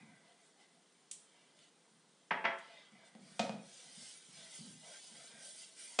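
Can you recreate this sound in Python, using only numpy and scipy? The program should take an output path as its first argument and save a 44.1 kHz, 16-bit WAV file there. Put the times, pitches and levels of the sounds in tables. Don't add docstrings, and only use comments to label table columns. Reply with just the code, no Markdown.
import sys
import numpy as np
from scipy import signal
from scipy.fft import rfft, irfft, next_fast_len
from scipy.io import wavfile
from scipy.ndimage import uniform_filter1d

SR = 44100
rng = np.random.default_rng(int(sys.argv[2]) if len(sys.argv) > 2 else 0)


def volts_from_decibels(level):
    exponent = np.asarray(level, float) / 20
    return 10 ** exponent


def log_audio(samples):
    frames = np.atleast_2d(samples).T
    limited = np.clip(frames, -1, 1)
    pcm = np.round(limited * 32767).astype(np.int16)
    wavfile.write(sys.argv[1], SR, pcm)


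N = 264600
T = np.arange(N) / SR


def level(x, db):
    return x * volts_from_decibels(db) / np.sqrt(np.mean(x ** 2))


def shape(x, gain_at):
    size = 2 * next_fast_len(len(x))
    hz = np.arange(size // 2 + 1) * SR / size
    return irfft(rfft(x, size) * gain_at(hz), size)[:len(x)]


def colour(x, table):
    hz, db = np.transpose(table)

    def gain_at(f):
        log_gain = np.log(volts_from_decibels(np.interp(np.log(f + 1), np.log(hz), db)))
        cepstrum = irfft(log_gain)
        fold = np.where(np.arange(len(cepstrum)) < len(f) - 1, 2., 0.)
        fold[0] = 1
        return np.exp(rfft(cepstrum * fold))
    return shape(x, gain_at)


def peaks(f, table):
    return sum(volts_from_decibels(db) / (1 + 2j * (f - hz) / width) for hz, width, db in table)


def shifting(x, depth_db, hold, wide):
    _, _, z = signal.stft(x, nperseg=1024)
    field = rng.standard_normal(z.shape)
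    field = uniform_filter1d(field, size=hold, axis=1)
    field = uniform_filter1d(field, size=wide, axis=0)
    return signal.istft(z * volts_from_decibels(depth_db * field / field.std()), nperseg=1024)[1][:N]


FASTEST_AT, SPEED_POWER = 0.46, 0.92


def sliding(table, steady):
    start, length, *db = np.transpose(table)[:, :, None]
    u = np.clip((T - start) / length, 0, 1)
    speeding_up = u / FASTEST_AT
    slowing_down = 2 - (1 - u) / (1 - FASTEST_AT)
    speed = np.sin(np.pi * np.where(u < FASTEST_AT, speeding_up, slowing_down) / 2)
    power = np.abs(speed) ** (2 * SPEED_POWER)
    return np.sqrt(steady ** 2 + np.sum(volts_from_decibels(np.array(db)) ** 2 * power, axis=1))


# frequency in Hz, gain in dB.
HISS_COLOUR = [(1500, -34), (2600, -6.5), (3200, 0), (4500, 3), (6000, 1.5), (7500, -0.5), (9200, 4),
               (10000, -7), (10800, -17), (14000, -51.5)]
# frequency in Hz, width in Hz, gain in dB.
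AIR_RESONANCES = [(3100, 630, 4.5), (4760, 550, -7.5), (10000, 1100, -7)]


def fibre_hiss(pressed_gain, light_gain, top_gain):
    grains = rng.standard_normal(N) * volts_from_decibels(.9 * rng.exponential(size=N))
    hiss = shape(colour(grains, HISS_COLOUR), lambda f: 1.07 + abs(peaks(f, AIR_RESONANCES)))
    hiss = shifting(hiss, depth_db=3.5, hold=6, wide=2)
    top = shape(hiss, lambda f: 1 / (1 + (6200 / (f + 1)) ** 6))
    dull = shape(hiss, lambda f: 1 / (1 + (f / 4660) ** 6))
    pressed = level(hiss - top, -1.6) * pressed_gain
    light = level(dull, 0) * light_gain
    return pressed + light + level(top, -0.38) * top_gain


def slow_drag(scrub):
    damped = [(hz, 70, db) for hz, db, t60 in BOARD_MODES]
    scrub = colour(scrub, [(300, -15), (480, -0.5), (950, 3.5), (1300, -3.5), (1700, -39)])
    return level(shape(scrub, lambda f: 0.18 + abs(peaks(f, damped))), 0)


# frequency in Hz, width in Hz, gain in dB.
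GRAIN_MODES = [(1600, 60, -1), (2030, 140, 0), (2260, 80, -3)]


def quick_drag(scrub):
    scrub = colour(scrub, [(1000, -20), (1500, 0), (2400, 0), (3000, -20)])
    return level(shape(scrub, lambda f: .45 + abs(peaks(f, GRAIN_MODES))), 0)


# frequency in Hz, width in Hz before squaring, gain in dB.
LIGHT_MODE = [(2034, 70, 0)]


def light_singing():
    return level(shape(rng.standard_normal(N), lambda f: peaks(f, LIGHT_MODE) ** 2), -5)


# start in seconds, length in seconds, then peak gains
# in dB of fibre hiss, top of the hiss, quick drag and slow drag.
STROKE_ROWS = [(3.178, 0.43, -68, -66.5, -67.5, -72.5), (3.62, 0.47, -62.5, -68.5, -67.5, -74),
               (3.92, 0.29, -59, -57.5, -68, -73), (4.28, 0.3, -60.5, -64, -66, -68.5),
               (4.489, .15, -57.5, -56.5, -68, -68), (4.57, 0.19, -63, -62, -77, -71.5),
               (4.81, 0.15, -63, -61, -67, -63), (4.891, .13, -60.5, -61, -63.5, -66.5),
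               (4.979, 0.16, -61, -61, -74, -72), (5.09, .26, -63, -61, -65.5, -67.5),
               (5.241, 0.25, -67.5, -77, -64.5, -68), (5.375, 0.2, -61, -57, -68, -71),
               (5.522, 0.18, -61, -58, -68, -76), (5.75, 0.17, -59.5, -55.5, -65, -77),
               (5.861, 0.19, -64.5, -59, -69, -72)]
# start in seconds, length in seconds, then
# peak gains in dB of fibre hiss, top of the hiss, quick drag and slow drag.
SHUFFLE_ROWS = [(-.3, 0.71, -82, -92, -72, -72), (.23, 0.14, -73, -100, -77, -74),
                (0.366, .17, -80, -74, -76.5, -81), (.57, 0.12, -72.5, -80, -76, -76),
                (1.237, 0.36, -75.5, -89, -79.5, -79), (1.543, 0.17, -70.5, -76, -78, -87),
                (2.575, 0.34, -64, -94, -65, -66.5), (2.834, 0.37, -74, -94, -70, -73.5),
                (3.035, 0.073, -70.5, -71, -89, -80)]
# gains in dB of hiss, top, quick drag and slow drag.
RESTING_GAINS = (-80.5, -78, -85, -80.5)
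# gains in dB, in the same order.
TURNING_GAINS = (-67.5, -65, -75, -82)
RUBBING_FROM_S, RUBBING_RISE_S = 3.56, .15


def cloth():
    rubbing = np.clip((T - RUBBING_FROM_S) / RUBBING_RISE_S, 0, 1)
    pressed = sliding(STROKE_ROWS, np.outer(volts_from_decibels(TURNING_GAINS), rubbing))
    light = sliding(SHUFFLE_ROWS, volts_from_decibels(RESTING_GAINS)[:, None])
    top_gain, quick_gain, slow_gain = np.hypot(pressed, light)[1:]
    scrub = shifting(rng.standard_normal(N), depth_db=4.5, hold=8, wide=2)
    drag = slow_drag(scrub) * slow_gain + quick_drag(scrub) * quick_gain
    return fibre_hiss(pressed[0], light[0], top_gain) + light_singing() * light[2] + drag


# frequency in Hz, gain in dB.
QUIET_COLOUR = [(24, -96), (40, -67.5), (197, -4), (279, -5), (314, -6.5), (468, -6), (730, -18.5),
                (821, -11.5), (2050, -16), (2350, -19.5), (3350, -16), (9380, -22), (10800, -37),
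                (14000, -64), (22000, -120)]


def quiet():
    return level(colour(rng.standard_normal(N), QUIET_COLOUR), -72)


def ring(t, modes, hard_db):
    hz, db, t60 = np.repeat(np.transpose(modes), 2, axis=1)[:, :, None]
    hz = hz * (1 + 0.015 * rng.standard_normal(hz.shape))
    t60 = np.clip(t60, .02, .19)
    phase = 2 * np.pi * (hz * t + rng.random(hz.shape))
    decay = volts_from_decibels(db + hard_db * np.log2(hz / 1000) - 60 * t / t60)
    return np.sum(decay * np.sin(phase), axis=0)


def contact(t, noise, chatter_ms, hard_db):
    u = t * 1000 / chatter_ms
    push = noise * np.minimum(8 * u, 1) * np.exp(-u ** 4)
    lumps = uniform_filter1d(np.abs(rfft(push, 4096)) ** 2, size=17)[1:]
    push = colour(push, np.transpose([np.arange(1, 2049) * SR / 4096, -10 * np.log10(lumps)]))
    return colour(push, [(125, -3 * hard_db), (8000, 3 * hard_db)])


def knocks(table, modes, crack, ring_db):
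    out, t = np.zeros(N + SR), np.arange(SR // 2) / SR
    for s, db, chatter_ms, hard_db in table:
        push = contact(t, rng.standard_normal(len(t)), chatter_ms, hard_db)
        sound = level(colour(push, crack), 0)
        if modes:
            build_up = np.minimum(3 * t * 1000 / chatter_ms, 1)
            sound = sound + level(ring(t, modes, hard_db) * build_up, ring_db)
        start = int(s * SR)
        loudest = np.sqrt(uniform_filter1d(sound ** 2, size=400).max())
        out[start:start + len(t)] += volts_from_decibels(db) * sound / loudest
    return out[:N]


# start in seconds, level in dB, chatter in ms,
# hardness in dB per octave.
THUD_ROWS = [(.009, -58.5, 39, -1.5), (0.07, -61.5, 17, -4.5), (1.913, -70, 12, 0), (2.92, -64.5, 16, -7),
             (3.207, -60, 38, -0.5), (3.31, -67, 13, 2), (3.431, -54.5, 22, 8), (3.525, -58, 27, 0),
             (3.64, -67.5, 19, 4), (3.847, -69.5, 15, 7), (3.969, -62, 44, -2.5), (4.286, -60, 10, 10),
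             (4.37, -64, 28, -11), (4.589, -55, 35, 2.5), (4.67, -55.5, 30, -2.5), (4.699, -57, 23, 7.5),
             (4.801, -90, 25, 0), (5.099, -65, 26, 9), (5.18, -71, 15, -3.5), (5.337, -62, 18, -1),
             (5.987, -41, 16, 6.2)]
# frequency in Hz, gain in dB.
THUD_COLOUR = [(70, -28.5), (130, -8.5), (200, 3), (280, -10), (400, -25.5), (1000, -68)]


def thuds():
    return knocks(THUD_ROWS, BOARD_MODES[:2], THUD_COLOUR, ring_db=-19.5)


# frequency in Hz, width in Hz before squaring, gain in dB before squaring.
ROCK_MODES = [(167.6, 37, 3), (197.5, 21, -2.5), (243.4, 25, -4.5)]
ROCKING_DB, ROCKING_T60_S, TREMBLE_DB = -2.5, 0.58, -83


def rumble():
    s, db = np.transpose(THUD_ROWS)[:2, :, None]
    after = (T > s) * volts_from_decibels(db + ROCKING_DB - 60 * np.maximum(T - s, 0) / ROCKING_T60_S)
    gain = np.sqrt(volts_from_decibels(TREMBLE_DB) ** 2 + np.sum(after ** 2, axis=0))
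    return level(shape(rng.standard_normal(N), lambda f: peaks(f, ROCK_MODES) ** 2), 0) * gain


# start in seconds, level in dB, chatter in ms,
# hardness in dB per octave.
SNAP_ROWS = [(.599, -73, 21, -7.5), (1.112, -42, 6.5, 1.5), (1.13, -60, 5.2, 15), (1.59, -64.5, 2.9, -8.5),
             (2.584, -61, 12, -7.5), (3.221, -71, 6, -6)]
# frequency in Hz, gain in dB.
SNAP_COLOUR = [(600, -38.5), (1600, -20), (3200, -1.5), (4500, -8), (7000, 1), (8900, 4), (9800, -1.5),
               (11000, -20)]


def snaps():
    return knocks(SNAP_ROWS, [], SNAP_COLOUR, ring_db=0)


# start in seconds, level in dB, chatter in ms, hardness in dB per octave.
JAR_ROWS = [(2.307, -30, 14.4, -1.7), (2.441, -35.5, 11, -2.5), (2.451, -28.5, 8.3, 0)]
# nominal frequency in Hz,
# gain in dB, t60 in seconds before its limit.
LANDING_MODES = [(178.3, -10, 0.19), (374, -6, .3), (411, -14, .3), (553, -4, 0.24), (677, 0, 0.31),
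                 (880, -1, 0.15), (870, -0.5, .2), (967, -7, 0.26), (1110, -14, 0.15), (1298, 5.5, 0.085),
                 (1624, -3.5, 0.24), (1597, -3, 0.27), (1756, -8, 0.15), (1720, -22, 0.064),
                 (1870, -18, 0.28), (1940, -12, 0.22), (2034, -1.5, .3), (2130, -10, 0.13),
                 (2320, -26, 0.18), (2200, -19, 0.147), (2680, -15, 0.094), (2920, -20, .2),
                 (3120, -15, 0.32), (3260, -6, 0.18), (3163, -7.5, 0.29), (3630, -29, .25)]
# frequency in Hz, gain in dB.
JAR_COLOUR = [(100, -46), (170, -11.5), (400, -14), (900, 4.5), (1300, -2.5), (2000, 3.5), (2700, -3),
              (3600, -16), (4200, -22), (5500, -24.5), (7000, -40), (11000, -66)]


def jar():
    return knocks(JAR_ROWS, LANDING_MODES, JAR_COLOUR, ring_db=-4)


# start in seconds, level in dB, chatter in ms, hardness in dB per octave.
BOARD_ROWS = [(3.150, -54.5, 4.4, -3.5), (3.393, -30, 9.5, -1.22), (3.494, -38.5, 1.8, -3),
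              (3.543, -48.5, 3.4, -5), (3.59, -58.5, 3.6, -3), (5.988, -26, 14, -0.5)]
# nominal frequency in Hz, gain in dB,
# t60 in seconds before its limit.
BOARD_MODES = [(150, -5, 0.076), (199.1, 1.5, 0.068), (466, -3.5, 0.9), (547.6, -2, 0.26), (663, 6.5, 0.12),
               (760, -21, 0.066), (830, -27.5, 0.11), (954, -9.5, 0.24), (1275, -7.5, 0.48),
               (1898, -39, 0.085), (2270, -10.5, 0.28), (2530, 6, 0.07), (3043, -19, 0.24),
               (3000, -30, .15), (3800, -25, .15), (4670, -30, 0.069)]
# frequency in Hz, gain in dB.
BOARD_COLOUR = [(100, -51), (200, 1), (350, -20), (700, -2.5), (1100, -16.5), (2300, -18.5), (3200, -14.5),
                (5000, -18), (8000, -24), (11000, -41)]


def board():
    return knocks(BOARD_ROWS, BOARD_MODES, BOARD_COLOUR, ring_db=-4)


def room(x):
    t = np.arange(int(.7 * SR)) / SR
    slower = colour(rng.standard_normal(len(t)), [(1500, -0.5), (6000, -5.5)]) * volts_from_decibels(-60 * t / 0.47)
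    faster = colour(rng.standard_normal(len(t)), [(900, -3.7), (3500, -0.56)]) * volts_from_decibels(-60 * t / 0.27)
    tail = (slower + faster) * np.clip(t / 0.007, 0, 1)
    tail = tail / np.sqrt(np.sum(tail ** 2))
    return volts_from_decibels(-1.5) * signal.fftconvolve(x, tail)[:N]


def scatter(x):
    t = np.arange(SR // 40) / SR
    echoes = rng.standard_normal(len(t)) * volts_from_decibels(-60 * t / 0.005)
    return signal.fftconvolve(x, echoes / np.sqrt(np.sum(echoes ** 2)))[:N]


# lower edge in Hz, share of the time from 0 to 1.
SIDE_ON_SHARE = [(0, 0), (4100, .07), (5100, .15), (5700, .22), (6900, .33), (7600, .45), (9000, .33),
                 (9800, .1), (10500, 0)]


def side_patches(side):
    hz, _, z = signal.stft(side, SR, nperseg=2048)
    edges, share = np.transpose(SIDE_ON_SHARE)
    chance, joined = rng.random((2, len(SIDE_ON_SHARE), z.shape[1]))
    chance = np.where(joined < .5, np.roll(chance, 1, axis=0), chance)
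    on = chance < share[:, None]
    band = np.searchsorted(edges, hz, "right") - 1
    return signal.istft(z * on[band], nperseg=2048)[1][:N]


# frequency in Hz, gain in dB.
SIDE_COLOUR = [(3000, -43), (4000, -16.5), (7000, 0), (10000, -4), (10800, -26)]


def scene():
    hits = jar() + board() + snaps() + thuds()
    wet = hits + room(hits)
    rub = cloth() + rumble()
    mid = wet + rub + quiet()
    spread = scatter(0.47 * wet + rub) + 0.37 * quiet()
    side = side_patches(colour(spread, SIDE_COLOUR))
    return np.array([mid + side, mid - side])


def low_pass(x):
    return signal.sosfilt(signal.butter(12, 10940, fs=SR, output="sos"), x)


def record(dry):
    bass_cut = signal.butter(4, 125, "high", fs=SR, output="sos")
    top_cut = signal.ellip(8, .3, 70, 10400, fs=SR, output="sos")
    mix = signal.sosfilt(np.vstack([bass_cut, top_cut]), dry)
    return low_pass(mix)


dry = scene()
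out = record(dry)
log_audio(out)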